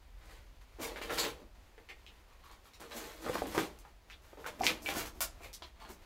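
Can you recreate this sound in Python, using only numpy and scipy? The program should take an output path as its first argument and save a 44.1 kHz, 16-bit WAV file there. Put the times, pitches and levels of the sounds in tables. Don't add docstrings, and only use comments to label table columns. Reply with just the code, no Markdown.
import sys
import numpy as np
from scipy import signal
from scipy.fft import rfft, irfft
from scipy.io import wavfile
from scipy.ndimage import uniform_filter1d

SR = 44100
rng = np.random.default_rng(int(sys.argv[2]) if len(sys.argv) > 2 else 0)


def put_to_file(sound):
    columns = np.atleast_2d(sound).T
    safe = np.clip(columns, -1, 1)
    whole_steps = np.round(safe * 32767)
    wavfile.write(sys.argv[1], SR, whole_steps.astype(np.int16))


N = 266981
ECHO_SAMPLES = SR // 2


def amp(db):
    return 10 ** (np.asarray(db) / 20)


def unit_rms(x):
    return x / np.sqrt(np.mean(x ** 2) + 1e-20)


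def unit_energy(x):
    return x / np.linalg.norm(x)


def look_up(points, hz):
    f, value = np.transpose(points)
    return np.interp(np.log(hz + 1), np.log(f + 1), value)


def add(mix, s, sound):
    part = mix[round(s * SR):][:len(sound)]
    part += sound[:len(part)]


def pulse(gain, size=4096):
    f = abs(np.fft.fftfreq(size, 1 / SR)) + 1
    log_gain = np.log(np.maximum(gain(f), 1e-5))
    spectrum = np.exp(np.conj(signal.hilbert(log_gain)))
    return np.fft.ifft(spectrum).real[:size // 2]


def hump(f, hz, octaves):
    return 1 / (1 + (np.log2(f / hz) / octaves) ** 2)


def lumps(f, depth_db, count=60):
    log_hz = np.linspace(np.log(200), np.log(SR / 2), count)
    heights = rng.standard_normal(count).clip(-2, 2)
    return amp(depth_db * np.interp(np.log(f), log_hz, heights))


def wander(per_s):
    knots = rng.standard_normal(N // 20)
    return unit_rms(np.interp(np.arange(N) * per_s / SR, np.arange(len(knots)), knots))


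def grains(t, colour, per_s, size_db, clump_db, lumpy_db=2):
    sizes = amp(size_db * np.minimum(rng.exponential(1, N), 4) + clump_db * wander(90))
    clicks = sizes * rng.choice([-1., 1.], N) * (rng.random(N) < per_s / SR)
    one_grain = pulse(lambda f: colour(f) * lumps(f, lumpy_db))
    return unit_rms(signal.fftconvolve(clicks[:len(t)], one_grain)[:len(t)])


def tunnel(direct_db, build_s=0.004033, wall_s=0.0039, wall_gain=0.17666,
           vault_s=0.018868, vault_width_s=0.02419, shade_hz=5500):
    # f/Hz, time/s
    echo_times = [(150, 0.34335), (400, 0.31614), (1400, 0.20912), (3700, 0.21823), (9000, 0.18254),
                  (16000, 0.10545)]
    t = np.arange(ECHO_SAMPLES) / SR
    bounces = rng.choice([-1., 1.], len(t)) * amp(2.5 * rng.standard_normal(len(t)).clip(-2, 2))
    bounces *= rng.random(len(t)) < .15 + 2 * t
    bounces *= 1 - np.exp(-t / build_s)
    bounces *= 1 + np.exp(-((t - vault_s) / vault_width_s) ** 2)
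    hz, frame_s, spectra = signal.stft(bounces, SR, nperseg=256)
    fade = amp(-60 * frame_s / look_up(echo_times, hz)[:, None])
    echoes = unit_energy(signal.istft(spectra * fade, SR, nperseg=256)[1][:len(t)])
    shaded = pulse(lambda f: 1 / np.hypot(1, f / shade_hz))
    add(echoes, 0, amp(direct_db) * shaded)
    add(echoes, wall_s, wall_gain * shaded)
    return unit_energy(echoes)


def in_tunnel(db, sound, direct_db):
    return amp(db) * np.sqrt(SR / 20) * unit_energy(signal.fftconvolve(sound, tunnel(direct_db)))


def standing_waves(x):
    # f/Hz, width/Hz, gain/dB
    notes = [(188.53, 6.85, 3.5), (325.26, 29.15, 4), (421.26, 26.27, -3), (458.43, 17.84, 2.5),
             (606.25, 49.07, 2.5)]

    def gain(f):
        return amp(sum(db / (1 + (2 * (f - hz) / width) ** 2) for hz, width, db in notes))
    return signal.oaconvolve(x, pulse(gain, size=16384))[:N]


def noise(colour):
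    f = np.fft.rfftfreq(N, 1 / SR) + 1
    return unit_rms(irfft(rfft(rng.standard_normal(N)) * colour(f), N))


def still_air(level_db=-61.5, waver_db=1.2):
    # f/Hz, level/dB
    air_colour = [(12, -18), (20, -1), (70, -4.5), (120, -19), (172, -18), (718, -18.5), (1000, -20),
                  (1440, -23), (1660, -24), (2320, -23.5), (2750, -25.5), (3250, -27), (16000, -41)]
    hush = noise(lambda f: amp(look_up(air_colour, f)))
    return amp(level_db) * hush * amp(waver_db * wander(8))


def settling_crumbs(level_db=-73):
    crumbs = grains(np.arange(N) / SR, lambda f: hump(f, 1500, 1.5), per_s=90, size_db=4.5, clump_db=2)
    return amp(level_db) * unit_rms(signal.fftconvolve(crumbs, tunnel(direct_db=-14.5))[:N])


def hand_rumble(gain_db=-1, steady_db=-61.5, hz=46, octaves=0.8751):
    # middle t/s, half length/s, level/dB
    sways = [(.35, 0.4, -53.5), (1.147, 0.3183, -55), (3.504, 0.42, -57.5), (5.247, 0.4686, -53)]
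    t = np.arange(N) / SR
    rumble = noise(lambda f: hump(f, hz, octaves) ** 2)
    sway = sum(amp(db) * np.exp(-((t - s) / half_s) ** 2) for s, half_s, db in sways)
    return amp(gain_db) * np.hypot(amp(steady_db), sway) * rumble


def splinter_ticks(hz=8500, octaves=1.137):
    # t/s, level/dB
    ticks = [(0.834, -53.5), (1.037, -61.5), (1.1111, -58), (1.1255, -53.5), (1.144, -52.5), (1.194, -44),
             (2.805, -60.5), (3.471, -56.5), (3.789, -63)]
    out = np.zeros(N)
    for s, db in ticks:
        click = pulse(lambda f: hump(f, hz, octaves) * lumps(f, depth_db=2.08))
        add(out, s, in_tunnel(db, click, direct_db=3.5))
    return out


def ringing(tones, detune):
    t = np.arange(SR // 4) / SR
    ring = np.zeros(len(t))
    for hz, db, fade_s in tones:
        pitch_hz = hz * (1 + detune * rng.uniform(-0.992, 1))
        ring += amp(db - 60 * t / fade_s) * np.sin(2 * np.pi * (pitch_hz * t + rng.random()))
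    return unit_energy(ring)


def sliver_chinks():
    # t/s, level/dB, direct sound over echo/dB
    chinks = [(1.186, -43.5, 2.5), (1.1936, -40, 4)]
    # f/Hz, level/dB, time to fall by 60 dB/s
    sliver_tones = [(4341.9, -6.5, 0.1498), (4514, -5.5, 0.1238), (4791, -5.5, 0.1305), (6554, 1.5, 0.0365),
                    (7224, 4, 0.0634), (7928, 1.5, 0.0526)]
    out = np.zeros(N)
    for s, db, direct_db in chinks:
        add(out, s, in_tunnel(db, ringing(sliver_tones, detune=0.001013), direct_db))
    return out


def rubble_knocks(gain_db=-1, rock_s=0.0030025, rock_gain=0.8533, again_s=0.0065064, again_gain=0.6367,
                  weight_hz=112, soft_hz=2400):
    # t/s, level/dB, f/Hz, width/octaves, direct sound over echo/dB, body weight/dB
    knocks = [(0.787, -48, 378.9, 0.587, -4, -23.5), (0.801, -46, 464.3, 1.169, -5, 0),
              (0.9596, -52, 531, 0.3986, 4, -28.5), (1.0155, -50, 546, 1.488, 15.5, -29.5),
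              (1.095, -41.5, 491.8, 0.5127, -6.5, -37.5), (1.238, -43, 505.3, 0.821, -1.5, -33),
              (1.419, -56, 316.8, 0.895, -1, 1.5), (1.779, -58, 427.6, 0.5426, -0.5, -34),
              (1.897, -58.5, 480.9, 0.949, -3, -11), (3.251, -44, 447, 0.745, -5.5, -8.5),
              (3.2635, -43.5, 540.3, 0.4202, 18, -12), (3.2955, -36.5, 515.8, 0.2754, 11, -6.5),
              (3.3542, -39.5, 558.5, 0.833, 10, -21.5), (3.42, -36.5, 571.3, 0.2436, 11.5, -13.5),
              (3.549, -39.5, 591, 0.957, 2.5, -15.5), (3.578, -31.5, 341, 0.4725, 8.5, -12),
              (3.851, -57, 874.3, 0.6784, 3, -9), (4.331, -56, 501.1, 0.719, 8.5, -30.5),
              (4.373, -51.5, 479.2, 0.8555, -2.5, -28.5), (4.4625, -45, 591.3, 1.183, 5, -45.5),
              (4.6085, -33.5, 719.3, 0.203, 6, -32.5), (4.618, -45.5, 321.2, 0.756, 0.5, -30.5),
              (4.634, -43.5, 905.6, 0.1808, -3, -16.5), (4.887, -40.5, 670.6, 0.4522, 5, -28.5),
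              (4.958, -40.5, 260.7, 2.562, -15.5, -20.5), (5.407, -57, 650, 1.13, 2, -43.5),
              (5.6215, -51.5, 874.1, 1.0866, 4, -7.5), (5.815, -53.5, 896.5, 0.2363, -8.5, -35),
              (5.886, -53, 256, 0.92, -15, -4.5)]
    out = np.zeros(N)
    for s, db, hz, octaves, direct_db, weight_db in knocks:
        def colour(f):
            piece = hump(f, hz, octaves) * lumps(f, depth_db=1.5)
            weight = amp(weight_db) * hump(f, weight_hz, 1.0)
            return (piece + weight) / np.hypot(1, (f / soft_hz) ** 2)
        thud = pulse(colour)
        rocking = thud.copy()
        add(rocking, rock_s * rng.uniform(0.7131, 1.2997), rock_gain * thud)
        add(rocking, again_s * rng.uniform(0.7265, 1.2051), again_gain * thud)
        add(out, s, in_tunnel(db + gain_db, rocking, direct_db))
    return out


def swell(t, rise_s, fade_s, rise_power=1.1978, fall_power=1.2622):
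    rise = np.clip(t / rise_s, 0, 1) ** rise_power
    fall_db = -20 * (np.maximum(t - rise_s, 0) / fade_s) ** fall_power
    return rise * amp(fall_db)


def layer_gains(t, start, end, rubble_linger=0.9781, sand_linger=0.8815):
    # t/s, rise/s, time to fall by 20 dB/s, grit level/dB, rubble over grit/dB, sand over grit/dB
    swells = [(.13, 0.19305, 0.1179, -56, -6.5, -6.5), (.785, 0.03855, 0.1111, -40.5, -1.5, 0.5),
              (.865, 0.01859, 0.1229, -48.5, 2.5, -12), (.955, 0.00868, 0.2127, -48, -0.5, -9),
              (1.008, 0.01567, 0.1981, -45.5, -0.5, -9), (1.092, 0.02474, 0.1579, -39, -1, -5),
              (1.17, 0.02138, 0.1004, -35.5, -2, -3.5), (1.215, 0.02102, 0.0942, -39.5, 0, -6),
              (1.27, 0.01524, 0.03, -46.5, 2, -1), (1.33, 0.04156, 0.0554, -63.5, 10, -11.5),
              (2.22, 0.1135, 0.0062, -61, -11, -20.5), (2.42, 0.014956, 0.1274, -55.5, -13.5, -7.5),
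              (2.48, 0.02693, 0.0644, -53, -13, -6), (2.63, 0.01487, 0.0672, -57, -19, -2),
              (2.794, 0.00955, 0.1347, -51.5, 1, -3), (2.865, 0.055, 0.112, -46, -6, -8.5),
              (2.92, 0.03507, 0.0752, -45, -0.5, 4.5), (2.975, 0.0267, 0.3363, -48, -2.5, -1.5),
              (3.17, 0.08785, 0.254, -45.5, -0.5, -2.5), (3.3, 0.03348, 0.2073, -41.5, -5, -3.5),
              (3.416, 0.0106, 0.0839, -47, 8.5, -6), (3.45, 0.11293, 0.1409, -42, -1, -0.5),
              (3.574, 0.00675, 0.0923, -39, -2, -3.5), (4.2, 0.02803, 0.32, -62.5, -2.5, -1.5),
              (4.365, 0.02346, 0.8174, -59.5, 5.5, -2), (4.46, 0.00795, 0.0118, -43.5, 0.5, -2.5),
              (4.578, 0.02411, 0.1136, -49, 9, -1), (4.63, 0.00838, 0.0958, -38.5, -10, 0.5),
              (4.662, 0.00845, 0.0893, -35.5, -2, -6), (4.74, 0.036, 0.01, -58.5, -0.5, -3),
              (4.785, 0.09118, 0.1793, -45, 0, 3), (4.899, 0.06982, 0.0988, -37, -3.5, 1.5),
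              (5.035, 0.0251, 0.0218, -46, -7.5, 5.5), (5.1, 0.04883, 0.1756, -66, 11.5, 5),
              (5.205, 0.0144, 0.0386, -44, -20, 10), (5.385, 0.05427, 0.0744, -50.5, 0, -3.5),
              (5.73, 0.10727, 0.0895, -52, -3, -21), (5.872, 0.02642, 0.0484, -53.5, 0, 6)]
    rubble, grit, sand = np.zeros((3, len(t)))
    for s, rise_s, fade_s, db, rubble_db, sand_db in swells:
        if start <= s + rise_s < end:
            rubble = np.hypot(rubble, amp(db + rubble_db) * swell(t - s, rise_s, fade_s * rubble_linger))
            grit = np.hypot(grit, amp(db) * swell(t - s, rise_s, fade_s))
            sand = np.hypot(sand, amp(db + sand_db) * swell(t - s, rise_s, fade_s * sand_linger))
    return rubble, grit, sand


def paced(x, window_s=0.05078):
    power = abs(uniform_filter1d(x ** 2, round(window_s * SR)))
    smooth_power = uniform_filter1d(power, round(window_s * SR / 2))
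    return unit_rms(x / np.sqrt(smooth_power + 1e-3))


def grinding_and_rustles(rubble_db=-5, grit_db=-4.5, sand_db=-4.5, crackle_db=-14,
                         roll_on_s=.2, shift_s=0.060077):
    # start/s, end/s
    spans = [(.14, .6), (.78, .95), (.95, 1.6), (2.2, 2.79), (2.79, 3.19), (3.19, 3.78), (4.2, 4.59),
             (4.59, 4.8), (4.8, 5.36), (5.37, 5.55), (5.72, 6.04)]
    # rubble f/Hz, rubble width/octaves, shard f/Hz, shard ring/dB
    colours = [(650.8, 1.215, 1918, 4), (429, 0.9607, 2311.7, 5), (473.25, 0.71, 3148, 3.5),
               (455.1, 0.378, 1157.8, 9), (486.7, 1.086, 1786.6, 4.5), (359, 1.1657, 1071, 2),
               (508, 0.9366, 1554.5, 5.5), (398.15, 1.1347, 2460, 6.5), (427.9, 1.225, 1363.3, 5.5),
               (536.5, 1.397, 2369.9, 14), (726, 2.664, 978.7, 2)]
    # f/Hz, level/dB
    grit_levels = [(400, -27.5), (900, 3.5), (1300, 0), (2300, -1.5), (4400, -5.5), (6500, -21),
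                   (12000, -37)]
    # f/Hz, level/dB
    sand_levels = [(2500, -24), (5000, -3.5), (7200, -1.5), (9000, -3.5), (13000, -3.5), (16000, -6)]
    out = np.zeros(N)
    for (start, end), (hz, octaves, shard_hz, ring_db) in zip(spans, colours):
        def rubble_colour(f):
            weight = 0.2546 * hump(f, hz=95, octaves=0.4804)
            return hump(f, hz, octaves) / (1 + (f / 1200) ** 2) + weight
        grit_colour = lambda f: amp(look_up(grit_levels, f) + ring_db * hump(f, shard_hz, .14))
        sand_colour = lambda f: amp(look_up(sand_levels, f))
        t = np.arange(start, end + roll_on_s, 1 / SR)
        rubble_gain, grit_gain, sand_gain = layer_gains(t, start, end)
        crackle = paced(grains(t, lambda f: hump(f, 7000, 1.0), per_s=90, size_db=2.5, clump_db=2))
        crackle *= amp(crackle_db) * np.hypot(grit_gain, sand_gain)
        add(out, start, signal.fftconvolve(crackle, tunnel(direct_db=4)))
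        rubble = paced(grains(t, rubble_colour, per_s=700, size_db=3.5, clump_db=3))
        grit = paced(grains(t, grit_colour, per_s=1100, size_db=4, clump_db=5, lumpy_db=0.7248))
        sand = paced(grains(t, sand_colour, per_s=1400, size_db=4.5, clump_db=4, lumpy_db=1))
        layers = amp(rubble_db) * rubble_gain * rubble
        layers += amp(grit_db) * grit_gain * grit
        layers += amp(sand_db) * sand_gain * sand
        for turn in range(3):
            turns_away = abs(((t - start) / shift_s - turn + 1.5) % 3 - 1.5)
            share = np.cos(np.pi / 2 * np.minimum(turns_away, 1))
            add(out, start, signal.fftconvolve(layers * share, tunnel(direct_db=-3)))
    return out


def bending_waves(x, delay_s=0.0012905, hz=5868):
    f = np.fft.rfftfreq(2 * len(x), 1 / SR)
    lag_cycles = np.cumsum(delay_s / (1 + f / hz)) * f[1]
    return irfft(rfft(x, 2 * len(x)) * np.exp(-2j * np.pi * lag_cycles))[:len(x)]


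def shard_snaps(gain_db=-1, crumbs_per_s=350, crumb_gain=0.438, crumble_s=0.010533):
    # t/s, level/dB, f/Hz, width/octaves, splinter fizz/dB, direct sound over echo/dB, glass ring/dB
    snaps = [(0.819, -48.5, 2993, 1.028, -7.5, -1.5, -20), (0.9593, -47, 1850, 0.4013, -36, -1, -15),
             (1.0160, -46, 2401, 0.7634, -35, -7.5, -12.5), (1.096, -39.5, 1372, 0.663, -42, -8, -22),
             (1.1736, -37.5, 1696, 1.253, -13.5, -9.5, -24.5),
             (1.1845, -35.5, 4235, 0.3654, -24.5, -2.5, -32.5), (1.233, -39, 2402, 0.907, -24, -4.5, -25.5),
             (1.2776, -54, 3013, 2.06, -5.5, 2, -21), (1.7794, -61.5, 1876, 0.56, -27.5, 5, -16.5),
             (1.8883, -48.5, 2198, 0.524, -52, -8, -21), (2.0643, -55, 2900, 0.4636, -44, 0, -22.5),
             (2.735, -59, 3526, 0.8876, -29.5, -4, -24), (2.799, -56.5, 1199, 1.108, -18.5, -5.5, -28.5),
             (2.815, -54, 1299, 0.928, -28, -1.5, -23.5), (3.2635, -43, 1306, 0.424, -35.5, -1.5, -24.5),
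             (3.354, -41, 1143, 0.485, -43.5, 5.5, -22), (3.549, -44, 963, 1.033, -31.5, -4.5, -19.5),
             (3.579, -34, 1310, 0.8016, -22, 3, -29), (4.0995, -53, 2038, 0.69, -48, -2, -20),
             (4.118, -57, 3433, 0.225, -37.5, -6, -17.5), (4.443, -45.5, 1431, 0.3288, -49, -2, -22.5),
             (4.4629, -45, 1684, 1.1144, -13.5, -6.5, -21.5),
             (4.6185, -48.5, 5467, 0.3122, -20.5, 0.5, -24), (4.6352, -38, 2219, 0.426, -31, 1, -7.5),
             (4.6422, -39, 6040, 0.476, -20, -1, -21), (4.6662, -27.5, 2900, 0.5786, -23, 6.5, -13),
             (4.6714, -37, 3197, 0.704, -21.5, 6.5, -13), (4.8601, -37, 2454, 0.366, -31.5, 3, -1.5),
             (4.8884, -38.5, 2147, 0.902, -38.5, 1, -8.5), (5.2061, -32.5, 957.1, 0.7298, -2.5, -2, -35),
             (5.2125, -40.5, 8980, 1.398, -5, -4, -30), (5.4451, -55, 2170, 0.891, -16, 3, -21),
             (5.5302, -48, 5142, 0.429, -6, -7.5, -22.5), (5.6226, -50.5, 3396, 0.4055, -35, -0.5, -9.5)]
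    # f/Hz, level/dB, time to fall by 60 dB/s
    shard_tones = [(2010.5, -3.5, 0.155), (2147.3, 2.5, 0.0787), (2249.5, 1, 0.1233), (2334.9, 3, 0.1255),
                   (2388.4, 3, 0.1658), (3105.9, -5.5, 0.111), (3298.6, -5.5, 0.1642),
                   (3595.6, -5.5, 0.155), (4290, -11, 0.1575)]
    out, t = np.zeros(N), np.arange(SR // 4) / SR
    for s, db, hz, octaves, fizz_db, direct_db, ring_db in snaps:
        fizz = lambda f: amp(fizz_db) * f / np.hypot(f, 5000)
        click = pulse(lambda f: np.hypot(hump(f, hz, octaves), fizz(f)) * lumps(f, depth_db=2))
        shard = amp(ring_db) * ringing(shard_tones, detune=0.004322)
        add(shard, 0, unit_energy(bending_waves(click)))
        crumbs = rng.standard_normal(len(t)) * (rng.random(len(t)) < crumbs_per_s / SR)
        force = crumb_gain * crumbs * np.exp(-t / crumble_s)
        force[0] = 1
        snap = signal.fftconvolve(force, shard)[:len(t)]
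        add(out, s, in_tunnel(db + gain_db, snap, direct_db))
    return out


def scene():
    walk = shard_snaps() + splinter_ticks() + sliver_chinks() + rubble_knocks() + grinding_and_rustles()
    background = still_air() + settling_crumbs() + hand_rumble()
    return (standing_waves(walk) + background)[None]


def record(dry, top_hz=15800):
    # f/Hz, gain/dB
    mic_colour = [(100, 0), (3000, -1.5), (4500, -0.5), (5600, -1.5), (7200, -1), (8200, -3.5),
                  (11000, -1.5), (13000, 1), (15500, 0)]
    microphone = pulse(lambda f: amp(look_up(mic_colour, f)))
    coloured = signal.oaconvolve(dry, microphone[None])[:, :N]
    low_pass = signal.firwin(511, top_hz, window=("kaiser", 9), fs=SR)
    return signal.oaconvolve(coloured, low_pass[None], "same")


dry = scene()
out = record(dry)
put_to_file(out)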